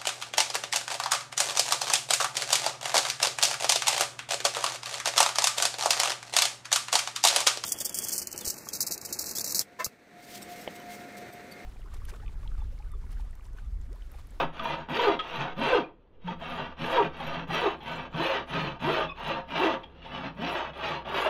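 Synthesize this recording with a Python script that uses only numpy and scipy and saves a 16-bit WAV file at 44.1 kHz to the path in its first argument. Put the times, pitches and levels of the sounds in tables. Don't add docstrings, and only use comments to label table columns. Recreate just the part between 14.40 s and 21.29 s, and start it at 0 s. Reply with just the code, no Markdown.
import sys
import numpy as np
from scipy import signal
from scipy.fft import rfft, irfft
from scipy.io import wavfile
from scipy.ndimage import uniform_filter1d

SR = 44100
rng = np.random.default_rng(int(sys.argv[2]) if len(sys.argv) > 2 else 0)


def transcribe(u):
    v = np.clip(np.atleast_2d(u).T, -1, 1)
    q = np.round(v * 32767).astype(np.int16)
    wavfile.write(sys.argv[1], SR, q)


def magnitude_from_level(level_db):
    exponent = np.asarray(level_db, float) / 20
    return 10 ** exponent


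N = 303849
TIME = np.arange(N) / SR

# start t/s, length/s, share of the stroke gone at top speed, board drive/dB,
# rise of pressure over the stroke/dB, top tooth rate before waver/Hz
PUSH_STROKES = [(-.2, 0.26, 0.76, -23.5, 3.5, 480), (0.472, .32, 0.45, -28, 5, 475),
                (1.156, 0.28, 0.59, -26, -4.5, 503), (2.36, 0.33, 0.51, -29.5, 12, 523),
                (3.061, 0.3, 0.5, -29.5, 0, 493), (3.712, 0.34, 0.56, -29.5, 1, 544),
                (4.382, .3, 0.59, -26.5, -1.5, 520), (5.065, 0.32, 0.56, -27.5, 6.5, 344),
                (5.95, 0.37, .55, -32, 4, 376), (6.64, 0.36, 0.46, -26, 15, 380)]
# t/s, tooth tone/dB, trestle on the push/dB, dust/dB
SLOW_CHANGES = [(0., 1.5, -0.5, 2), (1.2, 5.5, 1, -4), (2.5, 5.5, 3.5, 0), (3.5, 0.5, -2.5, 0.5),
                (4.4, 1, 3, -2.5), (5.5, -6, 0.5, -4.5), (6.1, -15, 2.5, -2.5), (6.89, -17, -10.5, -2.5)]
# f/Hz, relative density/dB
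BOARD_SPECTRUM = [(140, -34), (230, -12.5), (677, -6), (781, -4.5), (870, -2.5), (1700, -12), (2210, -29),
                  (3740, -120)]
# f/Hz, relative density/dB
BLADE_SPECTRUM = [(1000, -23.5), (1700, -5.5), (2100, -4.5), (2420, 0), (3280, -1), (4340, -14.5),
                  (7500, -37.5), (9750, -74), (16500, -120)]


def evened(x):
    return x / np.sqrt(np.mean(x ** 2) + 1e-20)


def read(points, hz):
    f, value = np.transpose(points)
    return np.interp(np.log(hz + 1), np.log(f + 1), value)


def columns(rows, t):
    s, *rest = np.transpose(rows)
    return [np.interp(t, s, column) for column in rest]


def coloured(x, points):
    gain = magnitude_from_level(read(points, np.fft.rfftfreq(len(x), 1 / SR)))
    return evened(irfft(rfft(x) * gain, len(x)))


def drift(span_s, size=N):
    width = max(round(span_s * SR), 1)
    once = uniform_filter1d(rng.standard_normal(size), width)
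    return evened(uniform_filter1d(once, width))


def resonate(x, hz, width):
    turn = np.exp(2j * np.pi * np.cumsum(hz * np.ones(len(x))) / SR)
    r = np.exp(-np.pi * width / SR)
    smooth = signal.lfilter([(1 - r) ** 2], [1, -2 * r, r * r], x / turn + 1e-18)
    return 2 * (turn * smooth).real


def stroke(start, length, crest):
    part = slice(max(round(start * SR), 0), min(round((start + length) * SR), N))
    gone = np.clip((TIME[part] - start) / length, 0, 1)
    bend = np.log(0.5) / np.log(crest)
    return part, gone, np.sin(np.pi * gone ** bend) + 1e-3


def effort():
    # start t/s, length/s, share of the stroke gone at top speed, board drive/dB,
    # trestle drive against it/dB
    pulls = [(0.107, 0.38, 0.52, -36.5, -6.5), (0.772, 0.38, .62, -33, -11), (1.797, 0.16, 0.73, -41, -0.5),
             (1.977, 0.39, .45, -36, -5), (2.681, 0.39, 0.59, -35, -3), (3.373, 0.33, 0.56, -36, -4.5),
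             (4.063, 0.33, 0.43, -32.5, -3), (4.721, 0.32, 0.61, -32.5, -7), (5.456, 0.47, 0.8, -36, -0.5),
             (6.331, .32, 0.47, -33, -11.5)]
    push_law, pull_law = 0.93, 1.18
    silent_db, contact_db = -75, -59.5
    lifted_s = (1.47, 1.79)
    trestle_push_db, dip_db, dip_at, dip_width = 3, -29.5, 0.59, 0.31
    blade_db, blade_fade_db = -5, -5
    dust_level_db, dust_fade_db, pull_dust_db = -32, -21.5, -2.5
    fade_from = 0.5

    board, trestle, late = np.full(N, float(silent_db)), np.zeros(N), np.zeros(N)
    _, trestle_change_db, dust_db = columns(SLOW_CHANGES, TIME)
    rest_times = np.repeat(lifted_s, 2) + [-0.03, 0, 0.014, 0.034]
    rest_db = np.interp(TIME, rest_times, [contact_db, silent_db, silent_db, contact_db])
    for start, length, crest, db, lean_db, _ in PUSH_STROKES:
        part, gone, speed = stroke(start, length, crest)
        board[part] = db + 20 * push_law * np.log10(speed) + lean_db * (gone - 0.5)
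        dip = dip_db * np.exp(-((gone - dip_at) / dip_width) ** 2)
        trestle[part] = trestle_push_db + trestle_change_db[part] + dip
        late[part] = gone
    for start, length, crest, db, trestle_db in pulls:
        part, gone, speed = stroke(start, length, crest)
        board[part] = db + 20 * pull_law * np.log10(speed)
        trestle[part] = trestle_db
        late[part] = gone
        dust_db[part] += pull_dust_db
    late = np.maximum(late - fade_from, 0) / (1 - fade_from)
    blade = blade_db + blade_fade_db * late
    dust = dust_level_db + dust_db + dust_fade_db * late
    return np.maximum(board, rest_db), trestle, blade, dust


def teeth(board_db):
    # multiple of the tooth rate, level against the tone/dB
    overtones = [(2, -18), (3, -16.5)]
    # t/s, added strength before waver and trim/dB, length/s
    swells = [(0.635, -38.5, 0.087), (0.676, -25, 0.029), (1.206, -40, 0.03), (1.339, -25.5, 0.016),
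              (1.373, -28.5, 0.023), (2.565, -38, 0.011), (2.6, -22.5, 0.017), (3.263, -26.5, 0.024),
              (3.799, -37, 0.031), (3.909, -34, 0.017), (4.488, -30, 0.032), (5.245, -26, 0.039),
              (6.024, -36, 0.048)]
    slowest_per_s, tone_db = 150, -15.5
    tone, blows, jolt = np.zeros(N), np.zeros(N), np.ones(N)
    strength = magnitude_from_level(board_db + tone_db + columns(SLOW_CHANGES, TIME)[0])
    for s, db, length in swells:
        strength += magnitude_from_level(db) * np.exp(-((TIME - s) / length) ** 2)
    for start, length, crest, _, _, top_per_s in PUSH_STROKES:
        part, _, speed = stroke(start, length, crest)
        rate = slowest_per_s + (top_per_s - slowest_per_s) * speed ** 1.3
        turns = np.cumsum(rate * (1 + 0.06 * drift(0.00502)[part])) / SR
        level = np.sqrt(2) * strength[part] * magnitude_from_level(2.94 * drift(0.0048)[part])
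        tone[part] += level * np.cos(2 * np.pi * turns)
        for multiple, db in overtones:
            blows[part] += level * magnitude_from_level(db) * np.cos(2 * np.pi * multiple * turns)
        jolt[part] += 0.22 * np.cos(2 * np.pi * turns)
    return tone, blows, jolt


def fibres(per_s, spread_db):
    size = magnitude_from_level(spread_db * np.minimum(rng.exponential(1, N), 4))
    snaps = rng.random(N) < per_s / SR
    return evened(size * rng.standard_normal(N) * snaps)


def body(x, modes, shift_db, rasp=None, rasp_db=0):
    ring = np.zeros(N)
    for hz, width, db, sink in modes:
        bent = hz * (1 - np.clip(sink, -0.1, 0.1) * TIME / TIME[-1] + 0.029 * drift(0.067))
        fed = x * magnitude_from_level(shift_db * drift(0.03))
        ring += magnitude_from_level(db) * resonate(fed, bent, max(width, hz / 25))
    if rasp:
        ring = evened(ring) + magnitude_from_level(rasp_db) * coloured(x, rasp)
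    return evened(ring) * np.sqrt(np.mean(x ** 2))


def patchy(x, patch_db):
    z = signal.stft(x, nperseg=512)[2]
    patches = uniform_filter1d(rng.standard_normal(z.shape), size=14, axis=0)
    patches = evened(uniform_filter1d(patches, size=4, axis=1))
    return evened(signal.istft(z * magnitude_from_level(patch_db * patches), nperseg=512)[1][:N])


def saw():
    # f/Hz, least width/Hz (body() keeps it above f/25), relative level/dB,
    # share the pitch sinks by as the cut deepens (negative rises; held within 0.1 either way)
    trestle_modes = [(165.9, 27.3, 0.5, 0.041), (199.5, 60, -3, 0.0083), (240.3, 45.6, -4, -0.096)]
    board_modes = [(325.7, 53, 3.5, -0.17), (411.5, 162, -4, -0.057), (524, 82, 3, -0.088),
                   (683, 112, 4, 0.046), (787, 47, -29.5, .01), (933, 137, 1.5, 0.052),
                   (1012, 100, -9.5, 0.053), (1210, 100, 2, 0.025), (1316, 430, -17.5, 0.069),
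                   (1510, 20, 0, -0.072)]
    blade_modes = [(1954, 70, 4.5, 0), (2348, 55, 3.5, 0.01), (2730, 240, 2.5, 0.037), (3247, 97, 3.5, .1),
                   (3513, 100, -4.5, 0.014), (3950, 120, -1, 0), (4590, 120, -10, 0.0048),
                   (5420, 140, -14.5, 0.018), (6110, 900, -22, 0.023)]
    # f/Hz, relative density/dB
    dust_spectrum = [(4120, -28), (7000, -3.5), (8100, -11.5), (9290, -5), (13900, -7.5), (15800, -11)]
    board_db, trestle_db, blade_db, dust_db = effort()
    tone, blows, jolt = teeth(board_db)
    judder = magnitude_from_level(board_db + 0.57 * drift(0.009) + 1.5 * drift(0.027)) * jolt
    tear = fibres(per_s=9000, spread_db=1.5) * judder
    board = magnitude_from_level(-0.5) * body(tear + blows, board_modes, shift_db=3, rasp=BOARD_SPECTRUM, rasp_db=5)
    trestle = magnitude_from_level(-2) * body(tear * magnitude_from_level(trestle_db), trestle_modes, shift_db=0)
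    blade = body(tear * magnitude_from_level(blade_db), blade_modes, shift_db=2.5, rasp=BLADE_SPECTRUM, rasp_db=5)
    blade *= magnitude_from_level(-0.67 + 1.8 * drift(0.041))
    puffs_db = uniform_filter1d(board_db + dust_db, size=600) + 2.5 * drift(0.012)
    hiss = patchy(coloured(rng.standard_normal(N), dust_spectrum), patch_db=6)
    dust = magnitude_from_level(2 + puffs_db) * hiss
    return board + trestle + blade + dust + magnitude_from_level(-0.17) * tone


def background():
    # f/Hz, relative density/dB
    air_spectrum = [(15, -29.5), (25, -4), (27, -13), (95, -4.5), (159, -13.5), (492, -8.5), (748, -24),
                    (911, -21.5), (4410, -52.5), (9000, -78), (11700, -97), (19800, -120)]
    # t/s, firing tone/dB, tone at half its rate/dB
    engine_levels = [(0.0, -52.5, -72), (1.2, -65, -53.5), (1.7, -72.5, -67.5), (1.95, -53, -58),
                     (3.6, -55.5, -64), (4.3, -56, -53), (6.89, -53.5, -63)]
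    # t/s, level/dB
    wind_levels = [(0.0, -35), (0.4, -46), (1.2, -45), (1.65, -68.5), (1.9, -46.5), (2.9, -43), (3.4, -61),
                   (6.89, -63.5)]
    air_db, engine_hz = -61, 66.2
    air = magnitude_from_level(air_db + 2.5 * drift(0.3)) * coloured(rng.standard_normal(N), air_spectrum)
    firing_db, half_db = columns(engine_levels, TIME)
    turns = np.cumsum(engine_hz * (1 + 0.017 * drift(0.086))) / SR
    engine = magnitude_from_level(firing_db + 0.5 * drift(0.05)) * np.cos(2 * np.pi * turns)
    engine += magnitude_from_level(half_db + 3.2 * drift(0.12)) * np.cos(np.pi * turns)
    wind = magnitude_from_level(columns(wind_levels, TIME)[0]) * drift(0.076)
    return air + np.sqrt(2) * engine + wind


def yard(x):
    # f/Hz, time to fall 60 dB/s
    decay = [(150, 0.35), (1000, 0.26), (4000, 0.22), (12000, 0.11)]
    taps = np.zeros(SR // 2)
    at = np.arange(300, SR // 2 - 20, 20)
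    taps[at + rng.integers(0, 20, len(at))] = rng.choice([-1., 1.], len(at))
    hz, t, z = signal.stft(taps, SR, nperseg=256)
    t60 = np.maximum(read(decay, hz), 0.02)[:, None]
    tail = signal.istft(z * magnitude_from_level(-60 * t / t60), SR, nperseg=256)[1]
    return signal.fftconvolve(x, tail / np.linalg.norm(tail))[:N]


def catches():
    # t/s, peak level/dB, board ring f/Hz, blade against the board/dB, length/s (at least 0.004)
    snags = [(0.193, -25, 1210, -8.5, 0.011), (0.253, -20.5, 945, -15.5, 0.0093),
             (0.281, -30, 913, -24, 0.071), (0.489, -34.5, 940, -28, 0.089), (0.591, -16, 960, -12, 0.023),
             (0.79, -21, 1262, -6, 0.021), (1.873, -26.5, 908, -14.5, 0.022), (2.02, -34, 670, -24, 0.0073),
             (2.566, -14.5, 926, -24, 0.029), (2.802, -28.5, 805, -15, 0.003), (3.097, -31, 793, -25, 0.01),
             (3.403, -39, 830, -8, 0.04), (3.742, -32, 1140, -8, 0.008), (4.091, -47, 1110, -17, 0.024),
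             (4.604, -24, 1190, -9, 0.033), (5.086, -38, 655, -11, 0.01), (5.432, -33.5, 850, -3, 0.015),
             (5.655, -36, 900, -14, 0.014), (6.332, -38.5, 690, -6, 0.013), (6.646, -37, 710, -12, 0.033),
             (6.683, -32, 780, -12, 0.025)]
    size, blade_hz = 8192, 3263
    out, t = np.zeros(N), np.arange(size) / SR
    for s, db, board_hz, blade_db, length in snags:
        envelope = np.minimum(t / 0.0027, 1) * np.exp(-(t / max(length, 0.004)) ** 2)
        scrape = rng.standard_normal(size) * envelope
        board = evened(resonate(scrape, board_hz, width=99))
        board += magnitude_from_level(-8.5) * coloured(scrape, BOARD_SPECTRUM)
        blade = evened(resonate(scrape, blade_hz, width=350))
        blade += magnitude_from_level(1.5) * coloured(scrape, BLADE_SPECTRUM)
        sound = (board + magnitude_from_level(blade_db) * blade) * signal.windows.tukey(size, 0.02)
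        part = out[round(s * SR):][:size]
        part += (magnitude_from_level(db) * sound / abs(sound).max())[:len(part)]
    return out


def thumps():
    # t/s, level before the swell and decay/dB, f/Hz, time to fall 60 dB/s
    landings = [(0.498, -33, 157, 0.2), (0.972, -25, 139, 0.2), (1.185, -19.5, 224, 0.17),
                (1.842, -24, 178.3, 0.32), (2.09, -37, 165, 0.14), (2.408, -54, 157, 0.28),
                (3.085, -20, 158.7, 0.16), (3.74, -15.5, 154, 0.1), (4.411, -27, 157, 0.17),
                (5.973, -29.5, 205, 0.22)]
    out, t = np.zeros(N), np.arange(SR // 2) / SR
    for s, db, hz, t60 in landings:
        swell = 1 - np.exp(-t / 0.026)
        out[round(s * SR):][:len(t)] += swell * magnitude_from_level(db - 60 * t / t60) * np.sin(2 * np.pi * hz * t)
    return out


def squeaks():
    # t/s, level before throb and fades/dB, f before waver/Hz, length/s
    chirps = [(1.428, -48, 2420, .028), (4.672, -48, 3500, .05), (4.678, -44, 1125, .065),
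              (4.68, -42, 2550, .055), (4.69, -66, 5100, .04)]
    out = np.zeros(N)
    for s, db, hz, length in chirps:
        t = np.arange(round(length * SR)) / SR
        throb = 1 + 0.45 * np.cos(2 * np.pi * 46 * t)
        turns = np.cumsum(hz * (1 + 0.017 * drift(0.00076, len(t)))) / SR
        envelope = np.sqrt(2) * magnitude_from_level(db) * throb * signal.windows.tukey(len(t), 0.7)
        out[round(s * SR):][:len(t)] += envelope * np.sin(2 * np.pi * turns)
    return out


def scene():
    near = saw() + catches() + thumps() + squeaks()
    return (near + magnitude_from_level(-11.5) * yard(near) + background())[None]


def low_pass(x):
    return signal.sosfilt(signal.butter(12, 15940, fs=SR, output="sos"), x)


def record(dry):
    ceiling = magnitude_from_level(-10.5)
    finished = ceiling * np.tanh(dry / ceiling)
    return low_pass(finished)


dry = scene()
out = record(dry)
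transcribe(out)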